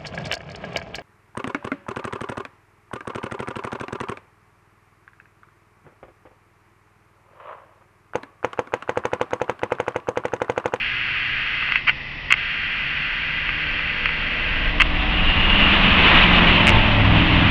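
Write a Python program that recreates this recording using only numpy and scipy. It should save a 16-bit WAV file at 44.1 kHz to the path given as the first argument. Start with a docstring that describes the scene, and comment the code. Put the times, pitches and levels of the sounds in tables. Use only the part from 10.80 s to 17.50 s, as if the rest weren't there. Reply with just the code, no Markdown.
"""A pickup passing in deep snow

A V8 ploughs close past a hand-held camera, its exhaust harmonics climbing and sagging with the firing
rate. The wheels churn, crush and spray snow as noise and tiny impacts; ice hits the camera and wind
buffets the microphone. The zoom gears buzz twice, and lever and fingers excite the resonances of the case."""
import sys
import numpy as np
from scipy import signal
from scipy.fft import rfft, irfft, next_fast_len
from scipy.io import wavfile

SR = 44100
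rng = np.random.default_rng(int(sys.argv[2]) if len(sys.argv) > 2 else 0)


def pcm_store(signal):
    """Save signal as 16-bit PCM."""
    levels = np.round(np.clip(np.atleast_2d(signal), -1, 1) * 32767)
    wavfile.write(sys.argv[1], SR, levels.astype(np.int16).T)


N = 295470
TIME = np.arange(N) / SR
# spectrum of hissing snow: (frequency [Hz], level [dB])
SNOW_HISS = [(900, -20.5), (1500, -9), (1800, -9.5), (2020, -5.5), (2250, -4), (2600, 0), (2900, -0.5),
             (3150, -4.5), (3500, -8.5), (4000, -18), (4500, -25.5), (5000, -36), (6500, -48.5)]


def engine(roughness_db=1.23, octave_db=-13.5):
    """Harmonic series: eight firings a cycle make the note; their unevenness adds other cycle orders."""
    # engine speed: (time [s], firing rate [Hz])
    firing_rate = [(0, 118), (.5, 122), (1.05, 134), (1.6, 137), (2.0, 144), (2.4, 144.5), (2.8, 149.5),
                   (3.37, 153.8), (3.55, 160.5), (3.8, 162), (4.1, 172), (4.35, 172), (4.68, 183),
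                   (5.0, 180), (5.45, 180), (6.05, 171), (6.3, 165.5), (6.7, 164)]
    # lope of the two cylinder banks: (order [multiple of the four-stroke cycle], level [dB])
    lope_orders = [(3, 1.5), (5, -1.5), (9, 2), (10, -1.5), (12, -5), (13, -5), (14, -8.5), (15, -8.5)]
    # drones as grille, flank and tailpipe face the camera: (order, time [s], half length [s], level [dB])
    drones = [(30, 3.95, .25, -49), (14, 4.15, .26, -36), (21, 4.2, .22, -45), (35, 4.4, .35, -45),
              (9, 4.92, .26, -32), (11, 5.15, .35, -36), (8, 5.6, .18, -26), (16, 5.7, .2, -36),
              (10, 5.95, .35, -30), (5, 6.2, .35, -22), (3, 6.3, .12, -26), (13, 6.35, .5, -32.5),
              (15, 6.45, .22, -30)]
    # strongest overtones of the engine: (order, level [dB])
    overtones = [(10, -5), (12, -1), (13, -1), (16, -4), (21, -2), (24, -2), (26, 1), (29, -4), (30, -4),
                 (31, -1), (32, -5), (35, -4)]
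    # resonances of the pipe and of the panels: (frequency [Hz], bandwidth [Hz], level [dB])
    pipe_modes = [(442, 15, -7), (574, 51, 1.5), (703, 67, 2), (881, 33, 5.5), (1100, 290, -2.5),
                  (1280, 41, -2)]
    panel_modes = [(226, 20, -3), (260, 22, -1), (301, 18, 0), (450, 14, -5), (494, 17, 1.5),
                   (586, 30, -1.5), (638, 30, -1), (690, 20, -1), (758, 40, -1)]
    # radiating points: (behind the nose [m], level [dB], loss per distance doubling [dB], load factor)
    note_source = (3.5, -26.5, 9, 1.22)
    lope_source = (3.5, -25, 12, 1.45)
    rasp_source = (2.7, -26, 16, 0.7)
    whine_source = (1, -9.5, 19, -0.2)
    firing_hz, = in_time(firing_rate)
    cycle_phase = 2 * np.pi * np.cumsum(firing_hz * (1 + 0.00407 * drift(8.0))) / SR / 8
    phases = rng.uniform(0, 2 * np.pi, size=64)

    def partial(order, waver_db):
        """One harmonic of the cycle under slow amplitude modulation; rms 1."""
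        tone = np.sin(round(order) * cycle_phase + phases[round(order)])
        return rms_one(from_db(waver_db * drift(2.8)) * tone)

    note = partial(8, waver_db=1.6) + from_db(octave_db) * partial(16, waver_db=3)
    lope = rms_one(sum(from_db(db) * partial(k, waver_db=1) for k, db in lope_orders))
    drone = sum(from_db(db) * swell(s, half) * partial(k, waver_db=1.5) for k, s, half, db in drones)
    # high orders swell as they glide through the resonances
    rasp = rms_one(resonate(sum(partial(k, waver_db=4) for k in np.arange(18, 56)), pipe_modes))
    panel_drive = sum(from_db(db) * partial(k, waver_db=1.5) for k, db in overtones)
    whine = rms_one(resonate(panel_drive, panel_modes))
    burn = from_db(roughness_db * drift(8.4))  # no two cycles burn quite alike
    exhaust = passing(note_source) * note + passing(lope_source) * lope + passing(rasp_source) * rasp
    return burn * (exhaust + drone) + passing(whine_source, beam_power=7) * whine


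def passing(source, beam_power=None, pass_s=5.296, speed_m_per_s=4.165, closest_m=3.06):
    """Spreading loss over absorbent snow: gain of a moving point, with load and optional forward beam."""
    # effort of engine and wheels, easing before the charge at the drift: (time [s], level [dB])
    load = [(0, 7), (3, 1), (4, 2), (4.8, 4.5), (5.3, 2.5), (6.1, -2.5), (6.7, 3)]
    load_db, = in_time(load)
    behind_m, closest_db, loss_db, load_factor = source
    to_go_m = behind_m + speed_m_per_s * (pass_s - TIME)  # the nose draws level at pass_s
    distance_m = np.hypot(closest_m, to_go_m)
    facing = np.maximum(to_go_m / distance_m, 0) ** beam_power if beam_power else 1
    return facing * from_db(closest_db - loss_db * np.log2(distance_m / closest_m) + load_factor * load_db)


def snow(crunch_lumps_db=0.2, spray_lumps_db=1.17):
    """Superposed random impacts: tyres churn snow, crush it in uneven lumps and fling a fine spray."""
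    # spectra of churning and of crushing: (frequency [Hz], level [dB])
    churn_spectrum = [(45, -11), (80, 1), (125, -3.5), (200, -9.5), (280, -9.5), (420, -19), (800, -29)]
    crunch_spectrum = [(200, 2.5), (450, -5.5), (650, -4), (920, 0), (1150, 1), (1450, -3), (2000, 0),
                       (3000, -21.5), (4000, -26.5), (6500, -49)]
    # radiating points: (behind the nose [m], level [dB], loss per distance doubling [dB], load factor)
    churn_source = (3.5, -21, 11, 1.18)
    crunch_source = (2, -20, 10.5, 1.2353)
    spray_source = (2, -17.5, 10, 1.21)
    # the front wheel bites into the drift: (time [s], half length [s], boost [dB])
    surges = [(5.31, 0.14, 2.6)]
    surge_db = sum(db * swell(s, half) for s, half, db in surges)
    lumps = drift(26)
    churn = coloured(rng.standard_normal(N), churn_spectrum)
    crunch = coloured(grains(per_s=9000, spread_db=2.5), crunch_spectrum)
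    crunch *= from_db(surge_db + crunch_lumps_db * lumps)
    spray = coloured(grains(per_s=25000, spread_db=1.5), SNOW_HISS)
    spray *= from_db(surge_db + spray_lumps_db * lumps)
    return passing(churn_source) * churn + passing(crunch_source) * crunch + passing(spray_source) * spray


def tyre_slip():
    """Friction noise drives a resonance: a spinning tyre sings on packed snow."""
    # slips: (time [s], half length [s], level [dB])
    slips = [(4.503, 0.2, -24), (4.814, 0.13, -20), (5.74, 0.11, -22)]
    # singing resonance: (frequency [Hz], bandwidth [Hz], level [dB])
    sing_mode = [(2830, 97, 0)]
    envelope = sum(from_db(db) * swell(s, half) for s, half, db in slips)
    return envelope * coloured(resonate(rng.standard_normal(N), sing_mode), SNOW_HISS)


def ice_hits():
    """Hard impacts excite high modes: flung crumbs of ice shatter on the camera."""
    # impacts: (time [s], level [dB])
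    hits = [(5.87, 3.5), (5.8778, 1.5), (5.8849, 1), (5.8929, 2), (5.9038, -4)]
    # their brief ring: (frequency [Hz], bandwidth [Hz], level [dB])
    modes = [(1250, 600, -11), (2450, 600, 0), (2950, 650, -4), (5000, 1200, -17)]
    return struck(hits, modes, soft_hz=5000, crumble=0.02, crumble_s=0.005)


def wind(flutter_db=-0.4):
    """Turbulent pressure at the microphone port makes a low buffeting."""
    # the freshening breeze: (time [s], level [dB])
    breeze = [(0, -46), (.8, -42.5), (2.4, -38.5), (3.65, -29.5), (3.85, -22), (4.6, -21), (6.7, -23)]
    # gusts: (time [s], half length [s], boost [dB])
    gusts = [(5.984, 0.048, 10)]
    # spectrum of the buffeting: (frequency [Hz], level [dB])
    spectrum = [(10, -8), (20, 2), (32, 2.5), (50, -4.5), (75, -7), (120, -31), (300, -37)]
    breeze_db, = in_time(breeze)
    gust_db = sum(db * swell(s, half) for s, half, db in gusts)
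    envelope = from_db(breeze_db + gust_db + flutter_db * drift(3))
    return envelope * coloured(rng.standard_normal(N), spectrum)


def zoom_motor(knock_share=0.38, parting_db=-6.5, jitter_s=.00008, ramp_s=.035):
    """Gear meshing: teeth knock as they meet and part, over a steady rub; the body filters the buzz."""
    # motor runs: (start [s], stop [s], tooth rate [Hz], level [dB])
    runs = [(-.1, 1.012, 206, -24.5), (1.546, 3.927, 200, -25.5)]
    # response of the camera body: (frequency [Hz], level [dB])
    body_response = [(500, -40), (850, -27.5), (1150, -16), (1420, -7), (1520, -4), (1750, -5.5),
                     (2000, -1), (2200, -4), (2750, -0.5), (3010, -9), (3180, -7), (3450, -18), (3900, -28),
                     (4400, -22.5), (5000, -40), (6500, -47.5)]
    buzz = 0
    for start, stop, teeth_hz, db in runs:
        running = np.clip(np.minimum(TIME - start, stop - TIME) / ramp_s, 0, 1)
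        half_teeth = np.floor(2 * np.cumsum(teeth_hz * (1 + .009 * drift(10))) / SR)
        at = np.flatnonzero(np.diff(half_teeth))
        late = (jitter_s * SR * rng.standard_normal(N)).astype(int)
        knocks = np.zeros(N)
        knocks[np.clip(at + late[at], 0, N - 1)] = from_db(parting_db * (half_teeth[at] % 2))
        gears = np.sqrt(knock_share) * rms_one(knocks) + np.sqrt(1 - knock_share) * rng.standard_normal(N)
        buzz = buzz + running * from_db(db) * coloured(gears, body_response)
    return buzz


def camera_clicks(rub_decay_s=0.0057, rub_db=-14, soft_hz=3900):
    """Modal ringing: a snap and a dying rub excite the case; soft plastic dulls the treble."""
    # single clicks: (time [s], level [dB], rub share [0-1])
    clicks = [(0.921, -3.5, 0.1), (0.957, -1, 0.27), (1.0689, -16, 0.4), (1.0936, -2, 0.38),
              (1.5234, 5.5, 0.09), (1.539, -3, 0.1), (3.2572, -1, 0.13), (4.0183, 2.5, 0.2)]
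    # resonances of the case: (frequency [Hz], bandwidth [Hz], level [dB])
    case_modes = [(930, 260, -9), (1243, 163, 4), (1496, 130, 5), (2090, 194, 11.5), (2565, 160, 11),
                  (2730, 183, 10.5), (3250, 150, 0.5), (4300, 140, -11)]
    force, friction = np.zeros(N), rng.standard_normal(N)
    for s, db, rub in clicks + creak_slips():
        at = round(s * SR)
        force[at:] += from_db(db + rub_db) * rub * friction[at:] * np.exp(-TIME[:N - at] / rub_decay_s)
        force[at] += from_db(db)
    softness = signal.butter(4, soft_hz, fs=SR, output="sos")
    ring = signal.sosfilt(softness, resonate(signal.unit_impulse(SR // 20), case_modes))
    return signal.sosfilt(softness, resonate(force, case_modes)) / np.abs(ring).max()


def creak_slips(gap_growth=1.1):
    """Stick-slip friction: each creak is a slowing run of clicks that builds or dies."""
    # creaks: (start [s], slips, first gap [s], first level [dB], change per slip [dB], rub share [0-1])
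    creaks = [(1.0739, 4, .0037, -7.5, .5, 0.46), (1.5041, 2, .0027, -7.5, 5.5, 0.05),
              (1.5127, 2, 0.0037, -8, -3, 0.5), (4, 3, .0058, -0.5, -3, 0.37)]
    clicks = []
    for s, slips, gap_s, db, change_db, rub in creaks:
        for k in range(round(slips)):
            clicks.append((s, db + change_db * k, rub))
            s += gap_s * gap_growth ** k
    return clicks


def lever_knock():
    """A heavily damped impact: the zoom lever springs back against its stop."""
    # impact: (time [s], level [dB])
    knocks = [(1.0932, -15.5)]
    # its dull ring: (frequency [Hz], bandwidth [Hz], level [dB])
    modes = [(825, 460, 0)]
    return struck(knocks, modes, soft_hz=1510, crumble=0.015, crumble_s=.004)


def finger_taps():
    """Soft contact favours the lower modes: fingertips shift their grip on the case."""
    # taps: (time [s], level [dB])
    taps = [(.826, -10), (.8885, -10), (2.691, -8), (2.9928, -8.5), (3.291, -8)]
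    # their ring: (frequency [Hz], bandwidth [Hz], level [dB])
    modes = [(1230, 210, -0.52), (1600, 180, 0), (2080, 350, 2), (2700, 350, 1)]
    return struck(taps, modes, soft_hz=3000, crumble=0.036, crumble_s=.005)


def camera_whirr(level_db=-34):
    """Stationary filtered noise: the running camera whirrs faintly."""
    # spectrum of the whirr: (frequency [Hz], level [dB])
    spectrum = [(400, -15.5), (1100, -29), (1500, -18.5), (1850, 1.5), (2020, 8), (2150, -4), (2380, 0.5),
                (2620, 2), (2900, -7.5), (3300, -11.5), (3850, -22), (4500, -18), (5500, -24.5),
                (6500, -48)]
    return from_db(level_db) * coloured(rng.standard_normal(N), spectrum)


def struck(hits, modes, soft_hz, crumble, crumble_s):
    """Convolution: impulses with dying noise tails drive the low-passed response of a few modes."""
    force, debris = np.zeros(N), rng.standard_normal(N)
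    for s, db in hits:
        at = round(s * SR)
        force[at:] += from_db(db) * crumble * debris[at:] * np.exp(-TIME[:N - at] / crumble_s)
        force[at] += from_db(db)
    softness = signal.butter(3, soft_hz, fs=SR, output="sos")
    ring = signal.sosfilt(softness, resonate(signal.unit_impulse(SR // 50), modes))
    return signal.fftconvolve(force, ring / np.abs(ring).max())[:N]


def resonate(x, modes):
    """Modal superposition: parallel damped resonators of alternating sign."""
    total = 0
    for k, (hz, width, db) in enumerate(modes):
        r = np.exp(-np.pi * width / SR)
        poles = [1, -2 * r * np.cos(2 * np.pi * hz / SR), r * r]
        mode = (1 - r * r) / 2 * signal.lfilter([1, 0, -1], poles, x + 1e-18)
        total = total + (-1) ** k * from_db(db) * mode
    return total


def coloured(x, spectrum):
    """Spectral shaping, falling a further 12 dB per octave beyond both ends; rms 1."""
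    hz, db = np.transpose(spectrum)
    size = next_fast_len(N)
    f = np.maximum(np.arange(size // 2 + 1) * SR / size, 1)
    roll_off = np.minimum(f / hz[0], 1) ** 2 * np.minimum(hz[-1] / f, 1) ** 2
    gain = from_db(np.interp(np.log(f), np.log(hz), db))
    return rms_one(irfft(rfft(x, size) * roll_off * gain, size)[:N])


def grains(per_s, spread_db):
    """Shot noise: random impacts, many small and a few large; rms 1."""
    sizes = from_db(spread_db * np.minimum(rng.exponential(1, N), 5)) * rng.choice([-1, 1], N)
    return rms_one(sizes * (rng.random(N) < per_s / SR))


def drift(rate_hz):
    """Slow random fluctuation: noise low-passed at rate_hz; rms about 1."""
    step = 40  # samples between points of the curve
    r = np.exp(-2 * np.pi * rate_hz * step / SR)
    slow = signal.lfilter([1], [1, -2 * r, r * r], rng.standard_normal(N // step + 2002))[2000:]
    return np.interp(np.arange(N) / step, np.arange(len(slow)), rms_one(slow))


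def swell(peak_s, half_s):
    """Gaussian envelope of height 1."""
    return np.exp(-((TIME - peak_s) / half_s) ** 2)


def in_time(rows):
    """Linear interpolation in time, one curve per value column."""
    s, *columns = np.transpose(rows)
    return [np.interp(TIME, s, c) for c in columns]


def from_db(db):
    """Decibels to amplitude ratio."""
    return 10 ** (np.asarray(db) / 20)


def rms_one(x):
    """Normalisation to unit power."""
    return x / np.sqrt(np.mean(x ** 2) + 1e-20)


def scene():
    """Superposition of truck, snow and wind with the camera's own sounds, in one channel."""
    whirr = camera_whirr()
    outside = engine() + snow() + tyre_slip() + ice_hits() + wind()
    camera = zoom_motor() + camera_clicks() + lever_knock() + finger_taps() + whirr
    return (outside + camera)[None]


def record(dry, microphone_top_hz=6500, cutoff_hz=15700):
    """Band limiting and clipping: a narrow-band microphone overloads on peaks; the top is then cut."""
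    narrow = signal.sosfilt(signal.ellip(8, .3, 80, microphone_top_hz, fs=SR, output="sos"), dry)
    return signal.sosfilt(signal.cheby2(12, 70, cutoff_hz, fs=SR, output="sos"), np.clip(narrow, -1, 1))


dry = scene()
out = record(dry)
pcm_store(out)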